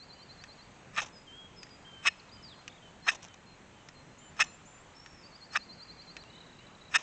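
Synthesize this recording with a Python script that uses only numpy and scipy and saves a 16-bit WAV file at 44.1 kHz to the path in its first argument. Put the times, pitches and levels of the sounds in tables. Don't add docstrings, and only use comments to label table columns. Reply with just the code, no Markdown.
import sys
import numpy as np
from scipy import signal
from scipy.fft import rfft, irfft, next_fast_len
from scipy.io import wavfile
from scipy.ndimage import uniform_filter1d, map_coordinates

SR = 44100
rng = np.random.default_rng(int(sys.argv[2]) if len(sys.argv) > 2 else 0)


def waveform_to_disk(signal):
    frames = np.transpose(np.atleast_2d(signal))
    scaled = np.clip(frames, -1, 1) * 32767
    samples = np.round(scaled).astype(np.int16)
    wavfile.write(sys.argv[1], SR, samples)


def amplitude_ratio(level_db):
    exponent = np.asarray(level_db, float) / 20
    return 10 ** exponent


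N = 309582

# (time [s], rise [s], length [s], peak level [dB], bright level [dB])
BITES = [(0.964, 0.0029, 0.02, -33, -5.5), (0.969, 0.016, 0.037, -26, -5),
         (1.001, 0.0033, 0.0063, -41, 13.5), (2.057, .0024, .013, -26, 0.5),
         (2.063, 0.0076, 0.024, -17.5, 2.5), (3.075, 0.013, .021, -14, -7.5),
         (3.09, 0.0056, 0.018, -25.5, 5), (4.397, 0.0098, .032, -18, 3.5), (5.551, .014, 0.015, -14, -19),
         (5.561, 0.0095, 0.015, -21, 0), (6.937, 0.0097, .016, -20, -10.5), (6.946, .011, .025, -16, 3)]
# (time [s], length [s], peak level [dB])
CREEPS = [
    (.929, 0.031, -46.5),
    (2.021, 0.029, -46),
    (3.03, 0.054, -47.5),
    (4.354, 0.04, -50),
    (5.51, .037, -41.5),
    (6.903, 0.051, -40.5),
]
# (time [s], length [s], peak level [dB])
GRABS = [
    (2.048, 0.017, -31.5),
    (3.063, 0.033, -31.5),
    (4.389, 0.018, -32.5),
    (5.543, 0.018, -39.5),
]
# (time [s], deep level [dB], middle level [dB], upper level [dB], edge level [dB])
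GRIP = [
    (1, 2.5, 1, 2.5, 6),
    (2.07, -9.5, 1, 3.5, 5),
    (3.1, -10.5, 1.5, -3, 0.5),
    (4.41, -5.5, -0.5, 2.5, 2),
    (5.56, -3, -3.5, -4.5, -2),
    (6.96, -4, 1, 1, 1.5),
]
# (frequency [Hz], width [Hz], level [dB])
DEEP_MODES = [(413, 27, -9.5), (577, 470, -10), (800, 510, -5.5), (1053, 228, 0.5), (1254, 118, 4)]
MIDDLE_MODES = [(1490, 280, -9), (1803, 83, 7.5), (1932, 155, -6.5)]
UPPER_MODES = [(2440, 420, -10), (2592, 73, 6.5), (2840, 44, -2.5), (3300, 390, -13.5), (3730, 180, -5),
               (4490, 130, -33.5)]
BRIGHT_MODES = [(5260, 100, -3.5), (5740, 420, -15.5), (6180, 350, -8.5), (7140, 500, -25.5)]
EDGE_MODES = [(8110, 195, -13.5)]
# (frequency [Hz], width [Hz], level [dB])
PAN_BANDS = [
    [(925, 520, 2.5)],
    [(2400, 910, -0.5), (3850, 460, -2)],
    [(5200, 730, -11.5), (6190, 900, 2), (7680, 1000, -9.5)],
]
# (time [s], peak level [dB], middle
# level [dB], bright level [dB])
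TICKS = [(0.4384, -32.5, 1.5, -12), (0.963, -26, -15, -17), (0.9764, -21, -11, -10.5),
         (0.9844, -39, -9, -17), (1.6309, -32, -5, -0.5), (1.6674, -46, 9.5, -5), (1.6926, -44, -4.5, -6),
         (2.0689, -20, -7, -16), (2.6788, -26, -10, -12), (3.8872, -33, 1, -7), (4.3675, -46, 6, 1),
         (5.061, -34, 8, -6), (5.5564, -28, 21, -12), (6.167, -27.5, 1, -22)]
# (frequency [Hz], width [Hz], level [dB])
DRY_SNAP = [(1760, 660, 0), (2720, 1200, 1), (4000, 2200, -4), (6100, 2000, -6)]
# (time [s], length [s], peak level [dB], bright level [dB])
SPARKS = [(1.013, 0.029, -36, 1.5), (1.041, 0.015, -43.5, -4), (1.056, 0.022, -48, 4.5),
          (1.078, 0.02, -54.5, 0), (3.11, 0.032, -40, 1), (3.143, 0.023, -45, 4), (3.22, 0.05, -51, 2),
          (3.279, 0.01, -52.5, 2.5), (3.337, 0.012, -49, 3), (4.434, 0.018, -43.5, 3),
          (4.452, .022, -54, -13), (6.978, 0.065, -45.5, 0)]
# (time [s], peak level [dB], bright level [dB])
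POPS = [
    (1.011, -38, 0),
    (3.23, -36, -7),
    (3.234, -45, -10),
    (3.243, -35.5, -10),
    (3.25, -34.5, -10),
    (4.471, -40, -20),
    (6.238, -37, -18),
]
# (time of lowest pitch [s], level [dB])
TRILL = [(.01, -52), (0.109, -52.5), (0.204, -54.5), (0.302, -56.5), (0.396, -57), (0.502, -55), (.6, -60),
         (5.248, -55), (5.334, -57), (5.426, -56.5), (5.52, -53.5), (5.612, -53), (5.705, -51),
         (5.802, -51.5), (5.896, -52), (5.994, -52.5), (6.089, -54), (6.189, -54)]
PHRASE_STARTS = [-.6, 5.247]
# (time from lowest pitch [s], height from low to top [0-1], level [dB])
HOOK = [(-.027, .72, -16), (-.018, .28, -7), (-.009, .05, -2), (0, 0, 0), (.01, .12, 0), (.02, .45, -1),
        (.031, .9, -2), (.038, 1.05, -13)]
# (time [s], length [s], start pitch [Hz], end pitch [Hz], level [dB])
CHIRPS = [(2.177, 0.018, 5300, 5070, -62), (2.426, .01, 5600, 5000, -57), (2.495, 0.026, 4160, 3490, -54),
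          (2.515, .023, 4000, 3160, -54), (2.537, .012, 3750, 2920, -56), (2.615, .012, 3040, 3500, -63),
          (2.696, .015, 3300, 3720, -58), (2.721, 0.016, 3050, 3900, -58), (2.745, 0.024, 3470, 3850, -61),
          (2.777, .013, 3500, 3250, -58), (6.223, .0082, 4300, 3730, -53)]
# (time [s], length [s], level [dB])
DIPS = [(6.299, 0.012, -54), (6.403, 0.015, -51.5), (6.463, 0.013, -56), (6.526, .014, -57),
        (6.586, .013, -55.5), (6.666, .011, -54.5), (6.748, 0.01, -55), (6.81, 0.018, -54.5),
        (6.848, 0.018, -58), (6.88, .016, -58)]
RISES = [(6.33, .012, -57), (6.349, 0.021, -54), (6.378, .016, -56), (6.432, 0.017, -58),
         (6.494, 0.016, -58.5), (6.554, 0.023, -66), (6.781, .029, -63)]
# (time [s], length [s], start pitch [Hz], end pitch [Hz], level [dB])
WHISTLES = [
    (.15, .09, 2980, 3110, -65),
    (1.125, 0.077, 5160, 4950, -62),
    (1.562, 0.091, 5200, 4830, -56),
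    (1.7, 0.067, 4880, 4865, -59),
    (1.86, 0.18, 1620, 1560, -67.5),
    (2.093, .038, 4270, 4170, -61),
    (4.07, 0.11, 4130, 4130, -74),
]
# (time [s], level [dB])
THIN_NOTES = [(2.54, -65.5), (3.021, -58), (3.463, -63), (3.943, -62.5), (4.446, -64.5)]
LOW_NOTES = [(2.345, -65), (2.819, -61.5), (3.27, -65.5), (3.745, -67), (4.205, -64)]
# (time [s], length [s], level [dB], flick [Hz])
HIGH_NOTES = [
    (4.18, .128, -61.5, -32),
    (4.41, 0.15, -59, 170),
    (4.653, .168, -61, 400),
]
# (time [s], pitch [Hz], level [dB])
BENT_CALLS = [
    [(2.194, 5100, -61), (2.201, 4000, -51), (2.208, 4750, -65)],
    [(2.29, 4730, -63), (2.296, 3600, -56), (2.302, 4200, -65)],
    [(1.268, 3280, -64), (1.282, 3130, -53), (1.315, 3090, -56), (1.372, 3285, -53.5), (1.474, 3277, -55.5),
     (1.488, 3290, -67)],
    [(1.848, 3060, -58), (1.868, 3200, -55.5), (1.91, 3130, -57), (2.035, 3084, -58)],
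    [(2.315, 4450, -64), (2.328, 4880, -58), (2.345, 4980, -53), (2.372, 4740, -57)],
    [(2.434, 5200, -56), (2.45, 4740, -52.5), (2.478, 4620, -55.5), (2.497, 3800, -53)],
    [(6.25, 2690, -63), (6.31, 2930, -65), (6.393, 3070, -64), (6.43, 2910, -67)],
    [(6.585, 2680, -63), (6.619, 2990, -61), (6.675, 3080, -74)],
]
# (time [s], pitch [Hz], level [dB])
ARCH = [
    [(4.945, 5280, -66), (4.975, 5380, -57), (5.03, 5490, -58), (5.065, 5480, -63), (5.15, 5500, -62),
     (5.18, 5170, -60), (5.23, 5050, -67)],
    [(5.185, 5450, -66), (5.23, 5350, -68)],
]
# (frequency [Hz], time to fall 60 dB [s])
TREES = [(1000, 0.41), (4000, 0.66), (8000, 0.56)]
# (frequency [Hz], density [dB per Hz])
AIR = [(12, -42.5), (20, -6.5), (164, 0.5), (340, -6.5), (739, -8), (999, -8), (1080, -9), (1380, -11),
       (1970, -12.5), (2280, -13), (2650, -14.5), (3500, -18.5), (5360, -25.5), (6550, -20.5),
       (8000, -23.5), (10400, -58), (17600, -120)]
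# (frequency [Hz], level [dB])
MIRROR = [(7400, -0.5), (8000, -1), (8500, -15.5), (9000, -34.5)]
CAMERA_HZ, TOP_HZ = 16000, 9040


def scrape():
    when, deep_db, *grip_db = np.transpose(GRIP)
    middle_grip, upper_grip, edge_grip = (amplitude_ratio(np.interp(np.arange(N) / SR, when, db)) for db in grip_db)
    rubs = [(s, length, length, db, 6.5, 0) for s, length, db in CREEPS]
    rubs += [(s, 0.44 * length, length, db, -4.5, 10) for s, length, db in GRABS]
    rubs += [(*bite, np.interp(bite[0], when, deep_db)) for bite in BITES]
    deep, middle, bright = amplitude_ratio(10.5) * pressure(rubs)

    slip_share = 0.7
    jolts = slips()
    grit = slip_share * jolts + np.sqrt(1 - slip_share ** 2) * chips(rows=5)
    forces = grit * [deep, middle * middle_grip, middle * upper_grip, bright, bright * edge_grip]
    crack = amplitude_ratio(-8) * jolts * [amplitude_ratio(-8.5) * deep, middle * upper_grip, amplitude_ratio(-10.5) * bright]
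    return steel(forces, damping=1.4) + pan(crack)


def slips():
    luck = rng.random((2, int(N / SR * 500)))
    gaps = (0.4 + 1.2 * luck[0]) * SR / 420
    at = np.cumsum(gaps).astype(int)
    inside = at < N
    jolts = np.zeros(N)
    jolts[at[inside]] = (0.79 + luck[1])[inside]
    return unit(jolts)


def chips(rows):
    happens, side, size = rng.random((3, rows, N))
    hits = (happens < 8000 / SR) * np.sign(side - 0.5) * amplitude_ratio(-3.5 * np.log(size + 0.01))
    return hits / np.sqrt(uniform_filter1d(hits ** 2, size=160, axis=1) + 0.013)


def pressure(rows):
    t, press = np.arange(N) / SR, np.zeros((3, N))
    for s, rise, length, db, bright_db, deep_db in rows:
        rise = np.clip(rise, 0.001, length - 0.003)
        corners = [0, rise, length - 0.002, length]
        shape = np.interp(t - s, corners, [0.00023, 0.85, 0.32, 0.000043]) ** 1.095
        press += amplitude_ratio(db + np.array([[deep_db], [0], [bright_db]])) * shape
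    return press


def steel(forces, damping=1):
    def low_cut(hz):
        return (1j * hz / 400) ** 2 / (1 + 1j * hz / 400) ** 2

    ring = 0
    for force, group in zip(forces, (DEEP_MODES, MIDDLE_MODES, UPPER_MODES, BRIGHT_MODES, EDGE_MODES)):
        damped = [(hz, damping * width, db) for hz, width, db in group]
        ring = ring + filtered(force, modes(damped))
    return filtered(ring, low_cut)


def pan(forces):
    return sum(filtered(force, modes(band)) for force, band in zip(forces, PAN_BANDS))


def ticks():
    forces, t = np.zeros((5, N + SR)), np.arange(600) / SR
    for s, db, middle_db, bright_db in TICKS:
        blow = 0.11 * rng.standard_normal((5, len(t))) * amplitude_ratio(-60 * t / 0.03)
        blow[:, 0] = 1
        bounce = round(SR * rng.uniform(0.0015, 0.0035))
        blow[:, bounce] = 0.23
        share_db = np.array([[-10], [middle_db + 7], [0], [bright_db + 15.5], [bright_db + 7.5]])
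        forces[:, round(s * SR):][:, :len(t)] += amplitude_ratio(db + 16 + share_db) * blow
    ring = steel(forces[:, :N])
    snap = filtered(forces[2, :N], modes(DRY_SNAP))
    return amplitude_ratio(-3.5) * ring + amplitude_ratio(1) * snap


def sparks():
    sizzles = [(s, 0.0062, length, db, bright_db, 3.5) for s, length, db, bright_db in SPARKS]
    forces = amplitude_ratio(6) * pressure(sizzles) * chips(rows=1)
    for s, db, bright_db in POPS:
        forces[:, round(s * SR)] += amplitude_ratio(db + 14.5 + np.array([0, 0, bright_db + 12.5]))
    return pan(forces)


def birds():
    song, buzzy = np.zeros((2, N))
    for note in trill() + chirps() + whistles() + BENT_CALLS:
        sing(song, note)
    for note in ARCH:
        sing(buzzy, note)
    return song * amplitude_ratio(2.2 * wobble(600)) + buzzy * amplitude_ratio(4 * wobble(170) - 2)


def trill():
    notes = []
    for s, db in TRILL:
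        age = s - max(start for start in PHRASE_STARTS if start <= s + 0.02)
        low = 4080 + 424 * np.exp(-age / 0.17)
        top = 4750 + 268 * np.exp(-age / 0.45)
        pace = np.minimum((top - low) / 680, 1)
        notes.append([(s + pace * dt, low + height * (top - low), db + fall) for dt, height, fall in HOOK])
    return notes


def chirps():
    rows = [(s, length, db, a, a + 0.71 * (b - a), b) for s, length, a, b, db in CHIRPS]
    rows += [(*dip, 4270, 3790, 4130) for dip in DIPS]
    rows += [(*rise, 3540, 3900, 4180) for rise in RISES]
    return [[(s, a, db - 4), (s + length / 2, b, db), (s + length, c, db - 7)]
            for s, length, db, a, b, c in rows]


def whistles():
    attack_s, release_s, fade_db = 0.014, 0.016, -4.5
    rows = WHISTLES + [(s, 0.085, 4200, 4157, db) for s, db in THIN_NOTES]
    rows += [(s, 0.088, 3130, 3000, db) for s, db in LOW_NOTES]
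    notes = []
    for s, length, a, b, db in rows:
        end = s + length
        notes.append([(s, a, db + fade_db), (s + attack_s, a, db), (end - release_s, b, db), (end, b, db + fade_db)])

    high_hz, scoop_s, flick_s = 7200, 0.011, 0.0375
    for s, length, db, flick in HIGH_NOTES:
        end = s + length
        scoop = [(s, high_hz - 1110, db - 2), (s + scoop_s, high_hz - 100, db + 4.5)]
        hold = [(s + 3 * scoop_s, high_hz + 40, db - 3), (end - flick_s, high_hz - 30, db)]
        last = [(end - release_s / 2, high_hz + 0.7 * flick, db), (end, high_hz + flick, db + fade_db)]
        notes.append(scoop + hold + last)
    return notes


def sing(track, note):
    s, hz, db = np.transpose(note)
    n = np.arange(max(round(s[0] * SR), 0), min(round(s[-1] * SR), N))
    t = n / SR
    hz, db = (uniform_filter1d(np.interp(t, s, v), size=130, mode="nearest") for v in (hz, db))
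    ends = np.clip(np.minimum(t - s[0], s[-1] - t) / 0.0016, 0, 1)
    track[n] += np.sqrt(2) * amplitude_ratio(db) * ends * np.sin(2 * np.pi * np.cumsum(hz) / SR)


def trees(x, late_db=-14, late_t60=3.0):
    hz, t, z = signal.stft(rng.standard_normal(SR // 2), SR, nperseg=256)
    leaves = amplitude_ratio(-60 * t / along(TREES, hz)[:, None])
    tree_lines = amplitude_ratio(late_db - 60 * t / late_t60)
    tail = signal.istft(z * (leaves + tree_lines), SR, nperseg=256)[1]
    delayed = np.pad(x, (500, 0))
    return signal.fftconvolve(delayed, tail / np.linalg.norm(tail))[:N]


def air():
    z = signal.stft(rng.standard_normal(N + 512), nperseg=512)[2]
    patches = uniform_filter1d(rng.standard_normal(z.shape), 6, 0)
    patches = unit(uniform_filter1d(patches, 14, 1))
    noise = signal.istft(z * amplitude_ratio(1 * patches), nperseg=512)[1][:N]
    noise = filtered(noise, lambda hz: amplitude_ratio(along(AIR, np.minimum(hz, CAMERA_HZ / 2))) * (hz < TOP_HZ))
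    return amplitude_ratio(-55 + 0.36 * wobble(30000)) * unit(noise)


def wobble(step):
    return map_coordinates(rng.standard_normal(N // step + 4), [np.arange(N) / step])


def modes(table):
    def response(f):
        total = 0
        for k, (hz, width, db) in enumerate(table):
            total = total + (-1) ** k * amplitude_ratio(db) * 1j * f * width / (hz * hz - f * f + 1j * f * width)
        return total
    return response


def filtered(x, response):
    m = next_fast_len(N + SR // 2)
    return irfft(rfft(x, m) * response(np.fft.rfftfreq(m, 1 / SR)), m)[..., :N]


def along(points, hz):
    f, v = np.transpose(points)
    return np.interp(np.log(hz + 1), np.log(f + 1), v)


def unit(x):
    return x / np.sqrt(np.mean(x ** 2) + 1e-20)


def scene():
    near = scrape() + ticks() + sparks()
    far = birds()
    near_answer = amplitude_ratio(-30.5) * trees(near, late_db=-31)
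    far_answer = amplitude_ratio(-9.5) * trees(far)
    return (near + near_answer + far + far_answer + air())[None]


def band_limit(x):
    return signal.sosfilt(signal.butter(12, 9040, fs=SR, output="sos"), x)


def record(dry):
    band = filtered(dry, lambda hz: np.clip(0.5 + (CAMERA_HZ / 2 - hz) / 500, 0, 1))
    mirrored = band * (1 + 2 * np.cos(2 * np.pi * CAMERA_HZ * np.arange(N) / SR))
    mix = filtered(mirrored, lambda hz: amplitude_ratio(along(MIRROR, hz)) * np.clip((TOP_HZ - hz) / 60, 0, 1))
    return band_limit(mix)


dry = scene()
out = record(dry)
waveform_to_disk(out)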